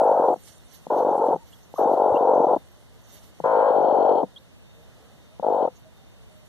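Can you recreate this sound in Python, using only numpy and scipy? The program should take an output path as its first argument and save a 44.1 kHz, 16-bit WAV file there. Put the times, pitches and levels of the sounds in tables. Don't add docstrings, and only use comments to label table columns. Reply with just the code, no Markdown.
import sys
import numpy as np
from scipy import signal
from scipy.fft import rfft, irfft
from scipy.io import wavfile
from scipy.ndimage import uniform_filter1d

SR = 44100
rng = np.random.default_rng(int(sys.argv[2]) if len(sys.argv) > 2 else 0)


def linear_from_db(decibels):
    return 10 ** (np.asarray(decibels, float) / 20)


def generate_wav(sig):
    pcm = np.round(np.clip(np.atleast_2d(sig).T, -1, 1) * 32767).astype(np.int16)
    wavfile.write(sys.argv[1], SR, pcm)


N = 285768

SLACK_HZ = 852.3


def level(x, db):
    return x * linear_from_db(db) / np.sqrt(np.mean(x ** 2))


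def colour(x, points):
    hz, db = np.transpose(points)
    grid_hz = np.maximum(np.arange(2049) * SR / 4096, 1)
    log_gain = np.interp(np.log(grid_hz), np.log(hz), db) * np.log(10) / 20
    ceps = irfft(log_gain)
    ceps[1:2048] *= 2
    ceps[2049:] = 0
    response = irfft(np.exp(rfft(ceps)))
    led_in = np.r_[x[4096:0:-1], x]
    return signal.fftconvolve(led_in, response)[4096:N + 4096]


def band(x, hz, width):
    sos = signal.butter(2, [hz - width / 2, hz + width / 2], "band", fs=SR, output="sos")
    return signal.sosfilt(sos, x)


def walk(rate_hz):
    hold = max(int(SR / rate_hz), 1)
    steps = np.repeat(rng.standard_normal(N // hold + 1), hold)
    return 1.3 * uniform_filter1d(uniform_filter1d(steps, hold), hold)[:N]


def span(table):
    s, *columns = np.transpose(table)
    at = slice(int(s[0] * SR), min(int(s[-1] * SR), N))
    t = np.arange(at.start, at.stop) / SR
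    return at, [np.interp(t, s, c) for c in columns]


def stereo(mid, side):
    return np.array([mid + side, mid - side])


def whistles(tables, pan_db):
    out = np.zeros(N)
    for table in tables:
        at, (hz, db) = span(table)
        tone = np.sin(2 * np.pi * np.cumsum(hz) / SR)
        out[at] += np.sqrt(2) * linear_from_db(db) * signal.windows.tukey(len(hz), .3) * tone
    return out * linear_from_db(np.array([[pan_db], [-pan_db]]) / 2)


def shed():
    # frequency in Hz, level in dB
    mid_points = [(15, -54), (25, -24.5), (80, -2), (170, -4.5), (346, -10), (600, -7.5), (1570, -16),
                  (2460, -23), (3660, -21), (14200, -34)]
    # frequency in Hz, level in dB
    side_points = [(15, -60.5), (25, -25.5), (51, 3.5), (82, -3.5), (193, -7.5), (364, -21.5), (463, -16),
                   (636, -21.5), (807, -24.5), (874, -31), (1110, -37), (2660, -24), (4290, -32.5),
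                   (12700, -42.5), (14200, -43.5)]
    mid = level(colour(rng.standard_normal(N), mid_points), -57.5) * linear_from_db(.8 * walk(5))
    side = level(colour(rng.standard_normal(N), side_points), -52) * linear_from_db(.8 * walk(4))
    return stereo(mid, side - .1 * mid)


def membrane(hz, pressed=0.59):
    overtones_db = [2.5, 2, -2.5, -17.5, -15.5, -18.5]
    phase = 2 * np.pi * np.cumsum(hz) / SR
    out = linear_from_db(overtones_db[0]) * np.cos(phase)
    for k, db in enumerate(overtones_db[1:], 2):
        out += linear_from_db(db) * pressed * np.cos(k * phase)
    return out


def growls(shake):
    # time in seconds, level in dB, lowest pitch in Hz,
    # highest pitch in Hz, dwell at the low end (1 none, 3 long)
    efforts = [
        [(0, -16.5, 499.3, 900, 0.81), (.15, -16.5, 486.6, 890, 0.75), (.22, -17.5, 441, 880, 2.29),
         (.34, -19, 393.7, 687, 2.96)],
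        [(.903, -19, 437.5, 860, 2.27), (1.2, -20.5, 440, 859, 2.98), (1.345, -19, 425, 806, 2.78)],
        [(1.783, -19, 419.2, 951, 1.3), (1.9, -18.5, 459, 779, 1.8), (2.17, -19, 459, 760, 2.1),
         (2.3, -16.5, 459, 760, 2.67), (2.548, -18, 401.4, 745, 2.92)],
        [(3.441, -19, 496.3, 1060, 1.9), (3.67, -17.5, 485, 1020, 1.8), (3.77, -17.5, 450, 900, 1.07),
         (4.12, -16, 447.3, 840, 1.17), (4.22, -23, 382, 715, 2.5)],
        [(5.428, -21, 469.9, 950, 1.09), (5.66, -20, 461.5, 900, 1.13)],
    ]
    # time of a snap in seconds, flutter rate there in Hz, slowing in Hz per s
    flutters = [
        (.018, 51.93, 24.5),
        (.906, 48.99, 10.0),
        (1.796, 49.15, 4.76),
        (3.4617, 54.31, 11.96),
        (5.448, 50.94, 18.9),
    ]
    # left minus right in dB, open-beak treble in dB, beak opening in dB per s,
    # gape in dB, snap in dB
    heads = [
        (1.5, -54.5, -2, -2, -2),
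        (1.5, -54, -2.5, -3, 0),
        (2, -53.5, -2.5, -2, -1),
        (3.5, -45.5, 6, -3.5, -3.5),
        (3, -43.5, 1, -8, 1),
    ]
    # start in seconds, end in seconds
    stalls = [
        (.213, .219),
        (1.039, 1.047),
        (1.169, 1.177),
        (1.277, 1.282),
        (1.955, 1.96),
        (2.266, 2.27),
        (2.459, 2.467),
        (5.435, 5.439),
        (5.451, 5.46),
        (5.491, 5.497),
    ]
    attack_s = 0.0072
    source, gain, upper_db = np.zeros(N), np.zeros(N), np.zeros(N)
    pan_db, treble_db = np.full(N, 3.), np.full(N, -60.)
    tremble, clock = walk(300), np.arange(N) / SR
    rows = np.vstack(efforts)
    s, level_db, low_hz, high_hz, dwell = (np.interp(clock, rows[:, 0], c) for c in rows.T)
    taut_hz = np.maximum(high_hz - SLACK_HZ, 0)
    rough = np.maximum(.15 - .00055 * taut_hz, .045)
    for table, (snap_s, rate_hz, slowing), (pan, treble, opening, gape, snap_db) in zip(efforts, flutters, heads):
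        at = slice(max(int((table[0][0] - .004) * SR), 0), int((table[-1][0] + .002) * SR))
        since_s = clock[at] - snap_s
        turns = 5 + (rate_hz - slowing / 2 * since_s) * since_s
        chance = rng.standard_normal((64, 4))
        low, high, skew, size = (np.interp(turns, np.arange(64), c) for c in chance.T)
        turns = turns + 0.1197 + .3 * rough[at] * skew
        bent = 2 * np.pi * turns + np.pi - .45 * np.cos(2 * np.pi * turns)
        tension = ((1 + np.cos(bent)) / 2) ** dwell[at]
        pressed = np.clip(.58 + .32 * (dwell[at] - 1), .5, .92)
        leap = np.exp(-((turns % 1 - .36) / 0.052) ** 2)
        off_snap = turns - np.round(turns)
        snap = np.exp(-(off_snap / .022) ** 2)
        bottom = np.log(low_hz[at]) + .6 * rough[at] * low
        top = np.log(high_hz[at]) + 0.608 * rough[at] * high
        plunge = 1.8 * rough[at] * np.exp(-(off_snap / .08) ** 2) * (1 + .4 * size)
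        hz = np.exp(bottom + tension * (top - bottom) - plunge + 0.825 * rough[at] * shake[at])
        swell_db = pressed * (-1.5 * np.cos(bent - .4) - 10 * leap) + 9 * rough[at] * tremble[at]
        slap_db = snap_db + 0.01 * taut_hz[at] + 1.5 * size
        slap = 4.8 * (snap - uniform_filter1d(snap, size=95)) * linear_from_db(slap_db)
        source[at] = membrane(hz, pressed) * linear_from_db(swell_db) - slap
        attack = np.clip((clock[at] - at.start / SR) / attack_s + (at.start == 0), 0, 1)
        gain[at] = linear_from_db(level_db[at]) * attack
        treble_db[at] = np.minimum(treble + opening * since_s, -36)
        upper_db[at] = gape + 0.0519 * (high_hz[at] - SLACK_HZ)
        pan_db[at.start:at.stop + 2500] = pan
    for start, stop in stalls:
        gain[int(start * SR):int(stop * SR)] *= linear_from_db(-22)
    return source, gain, pan_db, treble_db, upper_db


def add_sputters(source, gain, shake):
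    # start in seconds, peak in dB, decay in seconds, pitch in Hz
    sputters = [
        (0.359, -27.5, 0.0029, 392),
        (1.357, -20, 0.0059, 373),
        (2.562, -13, 0.0054, 338),
        (4.229, -14, 0.0086, 302.6),
        (5.674, -18.5, 0.0065, 456),
    ]
    t = np.arange(1800) / SR
    for s, db, decay_s, hz in sputters:
        at = slice(int(s * SR), int(s * SR) + 1800)
        source[at] = membrane(hz * np.exp(0.19 * shake[at] - 8 * t))
        gain[at] = linear_from_db(db) * np.exp(-(t / decay_s) ** 2 / 2)


def beak_buzz(source, gain, treble_db):
    # resonance in Hz, width in Hz, level in dB
    resonances = [(3150, 380, 2), (3800, 230, -4.5), (4240, 220, -0.5)]
    buzz = np.maximum(source, 0) ** 2 * rng.standard_normal(N)
    beak = sum(linear_from_db(db) * band(buzz, hz, width) for hz, width, db in resonances)
    return beak * gain * linear_from_db(treble_db + 1.0) / np.std(beak[treble_db > -60])


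def add_clicks(source, pan_db, scale):
    # time in seconds, peak in dB, left minus right in dB
    clicks = [
        (0.864, -25, 2),
        (1.736, -27, 1.5),
        (3.398, -23, 3.5),
        (5.393, -23.5, 3.5),
    ]
    push = signal.windows.hann(45)
    for s, db, pan in clicks:
        i = int(s * SR) + 150
        source[i:i + 45] += linear_from_db(db + 9.5) * scale * push
        pan_db[i:i + 600] = pan


def nest_tail(voice):
    t60_s, wall_t60_s, tail_db = .07, 0.35, -25
    t = np.arange(int(.25 * SR)) / SR
    decay = linear_from_db(-60 * t / t60_s) + linear_from_db(-19 - 60 * t / wall_t60_s)
    tail = rng.standard_normal((2, len(t))) * decay * (t > .003)
    tail *= linear_from_db(tail_db) / np.sqrt(np.sum(tail ** 2, axis=1, keepdims=True))
    return signal.fftconvolve(voice, tail, axes=1)[:, :N]


def hen():
    # frequency in Hz, gain in dB
    throat = [(35, -68), (70, -46.5), (165, -10), (215, -15), (280, -9.5), (400, -11), (505, -1), (660, -4),
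              (860, -0.5), (1040, -9.5), (1190, -20.5), (1330, -17), (1500, -24.5), (1640, -29),
              (2300, -65), (5000, -91.5)]
    # frequency in Hz, gain in dB
    throat_side = [(35, -50.5), (60, -23.5), (200, -13), (460, -9), (617, -11), (790, -4.5), (1240, -31.5),
                   (1440, -18.5), (2060, -31.5), (2400, -24.5), (3120, -61), (5280, -120)]
    shake = walk(500)
    source, gain, pan_db, treble_db, upper_db = growls(shake)
    scale = 1 / np.std(colour(source, throat)[gain > 0])
    add_sputters(source, gain, shake)
    gain = uniform_filter1d(gain, size=60)
    beak = beak_buzz(source, gain, treble_db)
    source *= gain * scale
    add_clicks(source, pan_db, scale)
    lean = np.tanh(pan_db * np.log(10) / 40) / .25
    high = signal.sosfiltfilt(signal.butter(4, 1200, "high", fs=SR, output="sos"), source)
    source += (linear_from_db(upper_db) - 1) * high
    mid = colour(source, throat) + beak
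    side = colour(source * lean, throat_side) + .6 * beak
    voice = stereo(mid, side)
    return voice + nest_tail(voice)


def cricket():
    trills_s = [.6, .98, 1.8, 2.13, 2.52, 3.15, 3.75, 4.37, 4.76, 5.259, 5.53, 6.05, 6.39]
    hold_s, fall_db_per_s, rest_db = 0.062, 69, -9
    away_s = np.min(np.abs(np.arange(N) / SR - np.array(trills_s)[:, None]), axis=0)
    db = -70 + np.clip(-fall_db_per_s * (away_s - hold_s), rest_db, 0)
    tone = level(band(rng.standard_normal(N), 3660, 60), -1.4) * linear_from_db(db + 2.7 * walk(40))
    return stereo(tone, .2 * tone)


def rustle():
    # time in seconds, peak in dB, fall to either side in dB per s
    shifts = [(.02, -63, 251), (.26, -62, 134), (.37, -62.5, 152), (0.481, -51.5, 128), (0.751, -51.5, 248),
              (.98, -57.5, 111), (1.18, -59.5, 298), (1.27, -58.5, 204), (1.52, -62.5, 29),
              (1.79, -53.5, 192), (1.931, -61, 80), (2.17, -62.5, 144.5), (3.14, -53.5, 139.5),
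              (3.24, -59, 128.5), (3.44, -64, 57), (4.38, -70, 62), (5.54, -72, 27.5), (5.76, -67.5, 102),
              (6.46, -68.5, 20)]
    # frequency in Hz, level in dB
    cloth = [(3120, -35.5), (5300, -11.5), (6430, 2), (7870, -9.5), (9200, -7.5), (11700, -5.5),
             (14200, -19.5)]
    # time in seconds, peak in dB, frequency in Hz
    ticks = [
        (.2574, -52, 11020),
        (.5014, -42, 5990),
        (.5506, -43, 2600),
        (1.298, -47, 4790),
        (1.777, -50, 4010),
        (3.236, -53.5, 7040),
        (5.7688, -54, 6000),
    ]
    # time in seconds, peak in dB
    bumps = [
        (2.12, -27.5),
    ]
    t = np.arange(N) / SR
    fidget_db = -64 - 2.1 * t
    db = np.max([fidget_db] + [peak_db - fall * np.abs(t - s) for s, peak_db, fall in shifts], axis=0)
    grains = rng.standard_normal((3, N)) * linear_from_db(2.2 * rng.exponential(size=(3, N)))
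    mid, side = np.zeros(N), np.zeros(N)
    for out, grain in zip((mid, side), grains):
        hiss = level(colour(grain, cloth), 0)
        for hz in (5000, 8800, 12600):
            out += band(hiss, hz, 4200) * linear_from_db(db + 4.6 + 2.2 * walk(60) + .8 * walk(15))
    mid += level(band(grains[2], 3600, 4100), -2.5) * linear_from_db(db - 1.5 + 2.0 * walk(60))
    t = np.arange(300) / SR
    for s, tick_db, hz in ticks:
        burst = rng.standard_normal(300) * np.exp(-t / .0015)
        mid[int(s * SR):int(s * SR) + 300] += linear_from_db(tick_db) * band(burst, hz, .5 * hz)
    t = np.arange(2000) / SR
    for s, bump_db in bumps:
        bump = linear_from_db(bump_db - 3.5) * np.sin(2 * np.pi * 110 * t) * t / 0.002 * np.exp(-t / .004)
        mid[int(s * SR):int(s * SR) + 2000] += bump
        side[int(s * SR):int(s * SR) + 2000] += 1.5 * bump
    return stereo(mid, .7 * side - 0.6 * mid)


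def slumps():
    # time in seconds, peak in dB, frequency in Hz, decay in seconds
    pops = [
        (0.368, -48.5, 199, 0.011),
        (0.878, -43, 229, 0.007),
        (1.34, -34, 179, 0.013),
        (1.371, -47, 175, 0.012),
        (2.575, -51, 192, 0.0071),
        (3.402, -41.5, 159, 0.015),
        (3.439, -39.5, 152.3, 0.0067),
        (4.242, -42, 200, 0.0091),
        (4.258, -47, 192, 0.0092),
        (5.4, -44, 213, 0.0093),
    ]
    out, t = np.zeros(N), np.arange(4000) / SR
    for s, db, hz, decay_s in pops:
        swell = t / decay_s * np.exp(-2 * t / decay_s)
        out[int(s * SR):int(s * SR) + 4000] += linear_from_db(db + 16) * swell * np.sin(2 * np.pi * hz * t)
    return stereo(out, .6 * out)


def squeaks():
    # time in seconds, pitch in Hz, level in dB
    glides = [
        [(1.757, 960, -47), (1.763, 1116, -40), (1.771, 1290, -50), (1.78, 946, -36), (1.784, 800, -70.5)],
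        [(1.38, 795, -55), (1.41, 960, -60), (1.44, 880, -53)],
    ]
    return whistles(glides, 2.5)


def chick_peeps():
    # time in seconds, pitch in Hz, level in dB
    peeps = [
        [(1.524, 2530, -43), (1.53, 3010, -56), (1.536, 3360, -50), (1.55, 3280, -65)],
        [(2.146, 2961, -61), (2.163, 2680, -42), (2.172, 2930, -49), (2.18, 3380, -56)],
        [(4.359, 3400, -42), (4.372, 3150, -43.5), (4.38, 3600, -46.5), (4.386, 4110, -59), (4.394, 4600, -64)],
    ]
    return whistles(peeps, -1.5)


def far_birds():
    # start in seconds, length in seconds, first pitch in Hz, last pitch in Hz, level in dB
    coos = [(2.759, 0.092, 628, 564, -70), (2.9, 0.082, 476, 451, -71), (3.111, 0.13, 544, 662, -67.5),
            (3.128, 0.071, 412, 417, -74), (4.33, 0.12, 555, 516, -69), (4.74, 0.097, 463, 463, -66.5),
            (4.773, 0.082, 555, 683, -69), (4.858, 0.068, 652, 642, -70), (4.981, 0.061, 747, 785, -72),
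            (4.999, .1, 430, 477, -71), (5.265, 0.115, 538, 693, -67), (5.846, 0.055, 636, 633, -61.5),
            (5.964, .09, 760, 774, -72), (6.18, 0.14, 450, 434, -74.5), (6.29, 0.18, 620, 617, -66)]
    notes = []
    for s, length_s, first_hz, last_hz, db in coos:
        middle = (s + .4 * length_s, (first_hz + last_hz) / 2, db)
        notes.append([(s, first_hz, db - 4), middle, (s + length_s, last_hz, db - 3)])
    return whistles(notes, -5) * linear_from_db(5.5 + 1.5 * walk(30))


def chest_hum():
    # time in seconds, pitch in Hz, level in dB
    hums = [
        [(3.46, 161, -50.5), (3.792, 152.5, -54.5), (3.84, 174, -48), (3.9, 166, -57)],
    ]
    return whistles(hums, 3)


def scene():
    body = hen() + slumps() + squeaks() + chest_hum()
    around = chick_peeps() + far_birds() + cricket() + rustle() + shed()
    return body + around


def roll_off(x):
    return signal.sosfilt(signal.butter(12, 14320, fs=SR, output="sos"), x)


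def record(dry):
    # frequency in Hz, width in Hz, depth in dB
    notches = [(2480, 410, -6.5), (5040, 540, -4), (7600, 600, -3), (9800, 310, -3)]
    # low edge in Hz, high edge in Hz, readiness to mute
    mutes = [(2150, 2350, -.2), (2350, 2600, .9), (2600, 2780, .1), (4800, 5200, -.1), (7300, 7800, -1.7),
             (9900, 10400, -1.3)]
    mid, side = (dry[0] + dry[1]) / 2, (dry[0] - dry[1]) / 2
    for hz, width, db in notches:
        mid = colour(mid, [(20, 0), (hz - width, 0), (hz - width / 3, db), (hz + width / 3, db), (hz + width, 0)])
    bin_hz, spectrum = np.arange(N + 1) * SR / (2 * N), rfft(mid, 2 * N)
    busy = uniform_filter1d(np.abs(mid), size=2000) > .01
    for low_hz, high_hz, ready in mutes:
        part = irfft(spectrum * (bin_hz >= low_hz) * (bin_hz < high_hz))[:N]
        faint = uniform_filter1d(np.abs(part), size=900) < linear_from_db(-66)
        shut = faint & (walk(14) + 1.2 * busy * (low_hz < 3000) > -ready)
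        mid = mid - uniform_filter1d(1. * shut, size=600) * part
    low_pass = signal.ellip(8, .2, 60, 14300, fs=SR, output="sos")
    dull = signal.sosfilt(low_pass, stereo(mid, side))
    return roll_off(dull)


dry = scene()
out = record(dry)
generate_wav(out)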